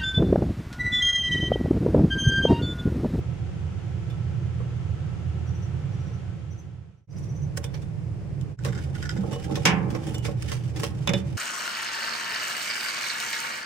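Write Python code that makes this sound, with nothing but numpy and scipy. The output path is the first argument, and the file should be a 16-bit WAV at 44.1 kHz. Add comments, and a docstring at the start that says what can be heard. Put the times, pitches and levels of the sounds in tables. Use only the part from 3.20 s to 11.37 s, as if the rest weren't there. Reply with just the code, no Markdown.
"""A small, hard room humming with ventilation, a stereo microphone close to a glass terrarium.
Inside, a lizard scrambles over soil, cork bark and branches: claws tick, scales rasp, hollow wood
knocks, stone and metal clink, and a branch bangs on the tank and sets the panes ringing.
Further off, feeder crickets chirp faintly with their wings. The sound fades out and back in twice."""
import sys
import numpy as np
from scipy import signal
from scipy.fft import rfft, irfft, next_fast_len
from scipy.io import wavfile
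from scipy.ndimage import uniform_filter1d

SR = 44100
rng = np.random.default_rng(int(sys.argv[2]) if len(sys.argv) > 2 else 0)


def master(y):
    """Save y as 16-bit WAV."""
    cut = np.clip(np.atleast_2d(y).T, -1, 1)
    pcm = np.round(cut * 32767)  # scale
    wavfile.write(sys.argv[1], SR, pcm.astype(np.int16))


N = 360297
TIME = np.arange(N) / SR
TAIL = np.arange(SR * 3 // 4) / SR

# how alike the two sides of the microphone are: frequency_hz, correlation
LIKENESS = [(60, 0.93), (130, 0.65), (300, 0.32), (700, 0.3), (1400, 0.19), (3100, 0.081), (7000, 0.051)]
# modes of the stone slab: pitch_hz, level_db, t60_s
STONE_MODES = [(568.5, -0.5, 0.13), (2430, -2, 0.076), (2950, -8.5, 0.13), (3490, -11, 0.079),
               (3526, 0.5, 0.12), (3820, -7.5, .09), (5300, -12.5, 0.089), (7200, -15, .06)]
# feet landing on bark: start_s, claw_db, grit_db, t60_s, knock_db
BARK_FOOTFALLS = [(0.8988, -44.5, -17, .11, -60), (3.9844, -49, -9.5, .14, -62),
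                  (4.0392, -46, -15, 0.12, -62), (4.373, -18, -12.5, 0.042, -31.5),
                  (4.4413, -27, -17, 0.083, -35), (4.5409, -32.5, -26, 0.16, -41),
                  (4.6177, -42.5, -19.5, .17, -51), (5.2115, -43, -16.5, 0.08, -62),
                  (5.449, -24, -18.5, 0.14, -29), (6.0344, -47, -16, 0.15, -30.5),
                  (6.128, -34, -15, .09, -30), (6.2403, -41, -14, 0.12, -50), (6.355, -22.5, -28, .12, -44),
                  (6.7032, -33.5, -20.5, 0.16, -45), (6.7481, -29.5, -24, .12, -32),
                  (6.8338, -34.5, -24, 0.049, -49), (6.8684, -35.5, -15, 0.36, -48),
                  (6.9442, -28.5, -13, .06, -36), (6.982, -34.5, -11.5, .06, -48),
                  (7.0508, -23, -22.5, 0.15, -31.5), (7.2237, -27, -16.5, 0.048, -61),
                  (7.317, -25, -20, 0.22, -33), (7.5613, -26, -24, .12, -49),
                  (7.5959, -27.5, -14.5, .11, -38), (7.633, -19.5, -20.5, 0.17, -25.5)]
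# claws gripping the hard upper branch: start_s, level_db
BRANCH_GRIPS = [(5.386, -35.5), (5.485, -33.5), (5.524, -30.5), (5.549, -35), (5.575, -32), (5.749, -33),
                (5.824, -26), (5.851, -26), (5.891, -22.5), (5.966, -34.5)]


def amp(db):
    """Decibels to gain."""
    return 10 ** (np.asarray(db) / 20)


def unit(x):
    """Scale to rms 1."""
    return x / np.sqrt(np.mean(x ** 2) + 1e-20)


def along(points, hz):
    """Read (frequency_hz, value) points on a log axis."""
    f, v = np.transpose(points)
    return np.interp(np.log(hz + 1), np.log(f + 1), v)


def filtered(x, response):
    """Filter x by a gain that depends on frequency."""
    n = x.shape[-1]
    m = next_fast_len(n + 4096)
    return irfft(rfft(x, m) * response(np.fft.rfftfreq(m, 1 / SR)), m)[..., :n]


def coloured(pair, spectrum):
    """Two unrelated signals become left and right with this spectrum, rms 1, alike in the bass."""
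    def response(hz):
        turn = np.arccos(np.clip(along(LIKENESS, hz), -1, 1)) / 2
        return amp(along(spectrum, hz)) * np.array([np.cos(turn), np.sin(turn)])
    mid, side = filtered(pair, response)
    return unit(np.array([mid + side, mid - side]))


def noise(spectrum, size):
    """Stereo noise of rms 1."""
    return coloured(rng.standard_normal((2, size)), spectrum)


def panned(x, balance):
    """Lean each frequency to one side."""
    return filtered(x, lambda hz: amp(np.outer([.5, -.5], along(balance, hz))))


def dying(x, t60s, damping):
    """Each frequency of x dies in its own t60 divided by damping."""
    hz, t, spectra = signal.stft(x, SR, nperseg=256)
    decay = amp(-60 * t * damping / along(t60s, hz)[:, None])
    return signal.istft(spectra * decay, SR, nperseg=256)[1][:, :x.shape[1]]


def add(track, start_s, sound):
    """Mix a sound into the track."""
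    part = track[:, max(round(start_s * SR), 0):][:, :sound.shape[-1]]
    part += sound[..., :part.shape[1]]


def tones(rows):
    """Unsteady tones, each a narrow band of noise."""
    return sum(amp(db) * unit(filtered(rng.standard_normal(N), lambda f: np.exp(-((f - hz) / width)**2)))
               for hz, width, db in rows)


def ring(modes, damping):
    """Struck modes die in t60 / damping; strengths vary by blow, phases by side of the microphone."""
    hz, db, t60 = np.transpose(modes)[:, :, None]
    spread = 1 - np.clip(along(LIKENESS, hz), 0, 1)
    phase = spread * rng.normal(0, 1.56, (2, len(hz), 1))
    fall = amp(db + rng.normal(0, 1.0, hz.shape) - 60 * TAIL * damping / t60) / np.linalg.norm(amp(db))
    attack = 1 - np.exp(-TAIL / 0.0024)
    return (fall * np.sin(2 * np.pi * hz * TAIL + phase)).sum(1) * np.sqrt(2) * attack


def resonant(modes):
    """The spectrum of a body with these resonances: frequency_hz, level_db."""
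    f = np.geomspace(20, SR / 2, 1500)
    body = sum((-1) ** k * amp(db) * 1j * f * width / (hz * hz - f * f + 1j * f * width)
               for k, (hz, width, db) in enumerate(modes))
    return np.transpose([f, 20 * np.log10(np.abs(body) + 1e-9)])


def varied(spectrum, ripple_db):
    """Every spot of bark has small resonances of its own."""
    f = np.geomspace(100, SR / 2, 130)
    ripple = ripple_db * np.clip(rng.standard_normal(len(f)), -2, 2)
    return np.transpose([f, along(spectrum, f) + ripple])


def snap(t, t60):
    """Envelope of a claw catching: a brief crack and a crumbling decay."""
    crumble = amp(3 * uniform_filter1d(rng.standard_normal(len(t)), 64) * np.sqrt(64))
    return crumble * (amp(-60 * np.abs(t) / max(t60, .01)) + 0.21 * amp(-60 * np.abs(t) / 0.023))


def grains(rate_hz, t60_s):
    """Random tiny contacts that wander between a few spots, each with its own ring."""
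    spots = 6
    hits = rng.random((spots, N)) < rate_hz / spots / SR
    strength = amp(3 * np.minimum(rng.exponential(size=(spots, N)), 3))
    knots = np.arange(0, N / SR, .04)
    pressure = np.array([np.interp(TIME, knots, row) for row in rng.random((spots, len(knots))) ** 3])
    t = TAIL[:SR // 10]
    rings = rng.standard_normal((spots, 2, len(t))) * amp(-60 * t / t60_s)
    return signal.oaconvolve((hits * strength * pressure)[:, None], rings, axes=2).sum(0)[:, :N]


def room(x):
    """The tail of a small hard room, longest in the bass."""
    decay = [(200, 0.93), (1000, 0.7), (2700, 0.28), (3600, 0.18), (6000, 0.14), (14000, 0.22)]  # frequency_hz, t60_s before damping
    tail = dying(rng.standard_normal((2, len(TAIL))), decay, damping=0.68) * (1 - np.exp(-TAIL / 0.0023))
    return signal.fftconvolve(x, tail / np.linalg.norm(tail[0]), axes=1)[:, :N]


def ventilation():
    """Rumble, air hiss and mains hum all round; from 3.87 s the background sounds different, without the 84 Hz
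    hum and the fan tones."""
    # moving air, early and later: frequency_hz, density_db
    rumble, rumble_later = [(20, -24), (40, -24), (66, -8), (82, -13.5), (100, 2.5), (125, -1.5),
                            (155, -2.5), (188, -9), (215, -27.5), (300, -35.5), (600, -102)], [(20, -23), (40, -26.5), (66, -11.5), (80, -1.5), (102, -5.5),
                                            (128, 1), (152, -3.5), (188, -13), (215, -24.5), (300, -31),
                                            (600, -74.5)]
    air, air_later = [(130, -44), (220, -5.5), (350, 0.5), (400, -3.5), (540, -5), (630, -12), (720, -8),
                      (960, -14), (1700, -16.5), (3200, -20), (3900, -27), (6600, -28.5), (9800, -39.5),
                      (12000, -52)], [(130, -48), (220, -18.5), (293, -2), (450, -8.5), (510, -9), (600, -13),
                                   (820, -17.5), (1300, -24), (2500, -27), (3950, -36.5), (5200, -34),
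                                   (9800, -43), (12500, -62)]
    # machine tones: pitch_hz, width_hz, level_db
    fan = [(350.4, 20, -58.5), (1326, 39, -63.5), (1506, 14, -71)]
    blower = [(84.1, 6.2, -36.5)]
    mains = [(119.9, 0.45, -37.5)]
    balance = [(60, -6), (190, -5), (380, 3), (700, -0.5), (8000, .5)]  # at the microphone: frequency_hz, left_minus_right_db
    early = amp(-31.5) * noise(rumble, N) + amp(-46.0) * noise(air, N) + tones(fan) + tones(blower)
    later = amp(-31) * noise(rumble_later, N) + amp(-47.0) * noise(air_later, N)
    return panned(tones(mains) + np.where(TIME < 3.87, early, later), balance)


def crickets():
    """Distant songs swell stroke by stroke; a wing stroke is a slightly rising tone with a weak octave."""
    songs = [(2.267, 3, .075, 6030, -53), (2.726, 4, .066, 5900, -58.5), (3.304, 2, .072, 6100, -48),
             (3.77, 8, .063, 6040, -53), (3.9, 2, 0.059, 5100, -59.5)]  # start_s, stroke_count, period_s, final_pitch_hz, final_level_db
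    stroke_s, warm_up_hz, warm_up_db = 0.034, 130, 2  # a song starts lower and softer
    out, u = np.zeros((2, N)), np.linspace(0, 1, int(stroke_s * SR))
    glide = 1 - 0.03 * np.exp(-u / 0.29)
    for s, count, period, hz, db in songs:
        for k, soft in enumerate(np.linspace(1, 0, round(count))):
            # uneven file teeth roughen the pitch
            teeth = 1 + .006 * rng.standard_normal() + .1 * rng.standard_normal(len(u))
            phase = 2 * np.pi * np.cumsum((hz - warm_up_hz * soft) * teeth * glide) / SR
            stroke = np.abs(np.sin(np.pi * u)) ** 0.6 * (np.sin(phase) + amp(-24.0) * np.sin(2 * phase))
            add(out, s + k * period, amp(db - 0.5 - warm_up_db * soft) * stroke)
    return out


def clinks():
    """The stone slab and a thin metal fitting ring lightly as the lizard passes."""
    # light contacts: start_s, level_db
    stone_taps = [(.9, -47.5), (4.441, -42), (4.542, -52), (4.619, -55), (7.634, -65)]
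    metal_taps = [(6.131, -39.5), (6.869, -45), (6.945, -36)]
    metal_modes = [(2944, -1, 0.28), (3550, 0, 0.093), (5600, -1, 0.07), (7515, -10, 0.16)]  # pitch_hz, level_db, t60_s before damping
    out = np.zeros((2, N))
    for taps, modes in (stone_taps, STONE_MODES), (metal_taps, metal_modes):
        for s, db in taps:
            add(out, s, amp(db) * ring(modes, damping=0.84))
    return out


def wood_knocks():
    """Wood sounds hollow underfoot and as it drops back; harder contact brings out the upper modes."""
    wood = [(190.8, 1, 0.39), (317, -5, 0.5), (447, 2.5, 0.16), (469, 4, 0.21), (567, 2, 0.21),
            (754.5, -7.5, 0.23), (843, -14, 0.26), (1084, -0.5, 0.059), (1210, -17, 0.089),
            (1373, -23.5, 0.18)]  # free modes: pitch_hz, level_db, t60_s before damping
    drops = [(5.469, -27.5, -2), (5.985, -22, -17.5), (6.16, -29.5, 2), (6.3, -26.5, -2),
             (6.372, -24.5, .5), (7.083, -26.5, 3.5), (7.903, -24, 1)]  # loose branch on the tank floor: start_s, level_db, tilt_db_per_octave
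    foot_tilt_db = 5.5
    underfoot = [(s, db, foot_tilt_db) for s, *_, db in BARK_FOOTFALLS]
    out = np.zeros((2, N))
    for s, db, tilt_db in [*underfoot, *drops]:
        modes = [(hz, level + tilt_db * np.log2(hz), t60) for hz, level, t60 in wood]
        add(out, s, amp(db) * ring(modes, damping=1.32))  # bedded wood dies faster
    return out


def tank_blows():
    """Branch and stone knock on the tank: a clatter, a thud of the frame, ringing panes and a clink."""
    blows = [(6.4533, -14, -20.5, -27.5, -55, 0.77), (6.463, -25.5, -48, -45, -55, 0.78),
             (7.874, -20, -28.5, -29, -20, 4.5), (7.892, -24, -25, -54, -46, 2.5),
             (7.9354, -26.5, -18.5, -48, -22.5, 2.76)]  # start_s, clatter_db, thud_db, glass_db, stone_db, damping
    clatter_spectrum = [(120, -37), (200, -11), (273, -19), (558, -18), (659, -27.5), (763, -9.5),
                        (1320, -17), (1710, -11), (2020, -14.5), (2170, -9), (3190, -14), (4350, -21.5),
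                        (5420, -13.5), (14300, -35.5), (16000, -84)]  # frequency_hz, density_db
    clatter_decay = [(200, 0.97), (1000, 0.34), (2700, 0.21), (4000, 0.12), (8000, 0.093), (15000, 0.053)]  # frequency_hz, t60_s before damping
    # modes of the tank: pitch_hz, level_db, t60_s before damping
    frame = [(138.3, -10, 0.37), (170, 5.5, 0.48), (190.7, 0, 1), (349, -7.5, 0.7), (436, -6, 0.55),
             (560, -6.5, 0.4)]
    panes = [(680, -31, 1), (910, -15, 0.77), (1053, 4, 0.65), (1173, 4, 0.61), (1740, 11, 0.31),
             (2264, -8.5, 0.24), (2330, -7, 0.95), (3020, 14, 0.19), (3830, -13, 0.3), (4290, -18, 0.23),
             (4600, -9, 0.18), (4940, -10, 0.28)]
    out = np.zeros((2, N))
    for s, clatter_db, thud_db, glass_db, stone_db, damping in blows:
        clatter = amp(clatter_db) * dying(noise(clatter_spectrum, len(TAIL)), clatter_decay, damping)
        thud = amp(thud_db) * ring(frame, damping)
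        glass = amp(glass_db) * ring(panes, damping)
        stone = amp(stone_db) * ring(STONE_MODES, damping=1)
        add(out, s, clatter + thud + glass + stone)
    return out


def soil_steps():
    """A foot lands flat on soil: a soft tap that dies at once."""
    steps = [(1.402, -39), (5.454, -27), (6.75, -30.5), (7.083, -48), (7.319, -33)]  # start_s, level_db
    soil = [(250, -10), (480, 6), (580, -2), (700, -21), (1090, -0.5), (1400, -13), (2000, -11.5),
            (3500, -45)]  # frequency_hz, level_db
    out, t = np.zeros((2, N)), TAIL[:SR // 4]
    attack = 1 - np.exp(-t / 0.00079)
    for s, db in steps:
        add(out, s, amp(db - 60 * t / 0.12) * attack * noise(soil, len(t)))
    return out


def body_drag():
    """Scales rasp on bark while shifting weight rocks the branch; both swell at each footfall and grip."""
    # strength of the drag: time_s, scrape_db, bump_db
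    climb = [(5.4, -69, -57), (5.478, -67, -50), (5.608, -50, -48), (5.88, -64.5, -48.5),
             (6.004, -52.5, -38.5), (6.176, -54.5, -39), (6.44, -54.5, -36.5)]
    descent = [(6.62, -64, -40), (6.76, -65, -42), (6.95, -47, -41), (7.015, -62, -49.5),
               (7.06, -49.5, -40), (7.14, -64, -50), (7.3, -51, -47.5), (7.41, -58.5, -56.5),
               (7.64, -58, -42), (7.85, -58, -54), (7.96, -39, -46), (8.03, -61, -55), (8.17, -59, -51)]
    scales = [(500, -38), (900, -14), (1600, 0.5), (2300, -1.5), (3100, -0.5), (4100, -8.5), (5300, -4.5),
              (7400, -9), (10000, -13.5), (12500, -21.5), (15500, -23)]  # frequency_hz, density_db
    hollow_branch = [(202, 18, 4.5), (319, 28, 5), (440, 33, -1), (539, 53, -6), (783, 41, -7.5),
                     (875, 21, -7), (1297, 50, -16.5)]  # resonances: pitch_hz, width_hz, level_db
    times, *levels = np.transpose([*climb, *descent])
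    scrape_db, bump_db = [np.interp(TIME, times, db, left=-120) for db in levels]
    to_contact_s = np.min([np.abs(TIME - s) for s, *_ in [*BARK_FOOTFALLS, *BRANCH_GRIPS]], axis=0)
    push = np.exp(-to_contact_s / 0.05)
    rasp = amp(scrape_db + 5.5 * push) * coloured(grains(rate_hz=670, t60_s=0.071), scales)
    bumps = amp(bump_db + 2.5 * push) * coloured(grains(rate_hz=400, t60_s=0.19), resonant(hollow_branch))
    return amp(1.5) * rasp + amp(0.5) * bumps


def grips():
    """On the hard branch each scratch rings in the resonances of the wood."""
    branch = [(1445, 32, 5), (1734, 41, -2.5), (1997, 31, 2), (3170, 92, -11), (3680, 63, -10),
              (5060, 110, -10.5), (5700, 82, -8.5), (7300, 1150, -20), (8700, 120, -21.5)]  # pitch_hz, width_hz, level_db
    out, t = np.zeros((2, N)), TAIL[:SR // 4]
    attack = 1 - np.exp(-t / 0.0017)
    for s, db in BRANCH_GRIPS:
        envelope = amp(db - 5.5) * snap(t, t60=0.098) * attack
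        add(out, s, envelope * noise(varied(resonant(branch), ripple_db=3.7), len(t)))
    return out


def claws():
    """A claw slides briefly, then catches: a crack on the bark and a spray of grit."""
    # spectra of the catch: frequency_hz, level_db
    bark_spectrum = [(600, -19), (950, -1.5), (1200, -6.5), (1700, -1.5), (2400, -4), (3400, -4.5),
                     (4200, -12.5), (5400, -4), (7500, -17.5), (11000, -27)]
    grit_spectrum = [(3500, -40), (6000, -2.5), (8000, 1), (10000, -3), (12500, -12.5), (15000, -13)]
    slide_s, slide_db = .03, -12
    out, t = np.zeros((2, N)), TAIL[:SR // 4] - slide_s
    slide = np.where(t < 0, amp(slide_db) * (1 + t / slide_s), 1)
    for s, db, grit_db, t60, _ in BARK_FOOTFALLS:
        bark, grit = varied(bark_spectrum, ripple_db=4), varied(grit_spectrum, ripple_db=3)
        crack = noise(bark, len(t)) + amp(grit_db + 11.5) * noise(grit, len(t))
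        add(out, s - slide_s, amp(db - 11) * slide * snap(t, t60) * crack)
    return out


def scene():
    """The tank close by and a little to the right, the crickets further off, the ventilation all round."""
    tank_balance = [(60, -10), (200, -6.5), (380, -5.5), (700, -1), (2400, -3), (4400, -5.5), (8000, -3),
                    (15000, 0)]  # at the microphone: frequency_hz, left_minus_right_db
    lizard = claws() + grips() + soil_steps() + body_drag()
    tank = panned(lizard + wood_knocks() + clinks() + tank_blows(), tank_balance)
    chirps = crickets()
    return tank + chirps + room(amp(-17.5) * tank + amp(2.5) * chirps) + ventilation()


def record(dry):
    """The level dips to silence twice, and the highest treble is cut off."""
    fades = [(3.872, 1, 0.094), (5.368, 0.056, 0.057)]  # silent_at_s, fade_out_s, fade_in_s
    fade_bend, top_hz = 1.07, 15900
    dips = [np.clip(np.maximum((s - TIME) / out_s, (TIME - s) / in_s), 0, 1) for s, out_s, in_s in fades]
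    return filtered(dry * np.prod(dips, axis=0) ** fade_bend, lambda hz: hz < top_hz)


dry = scene()
out = record(dry)
master(out)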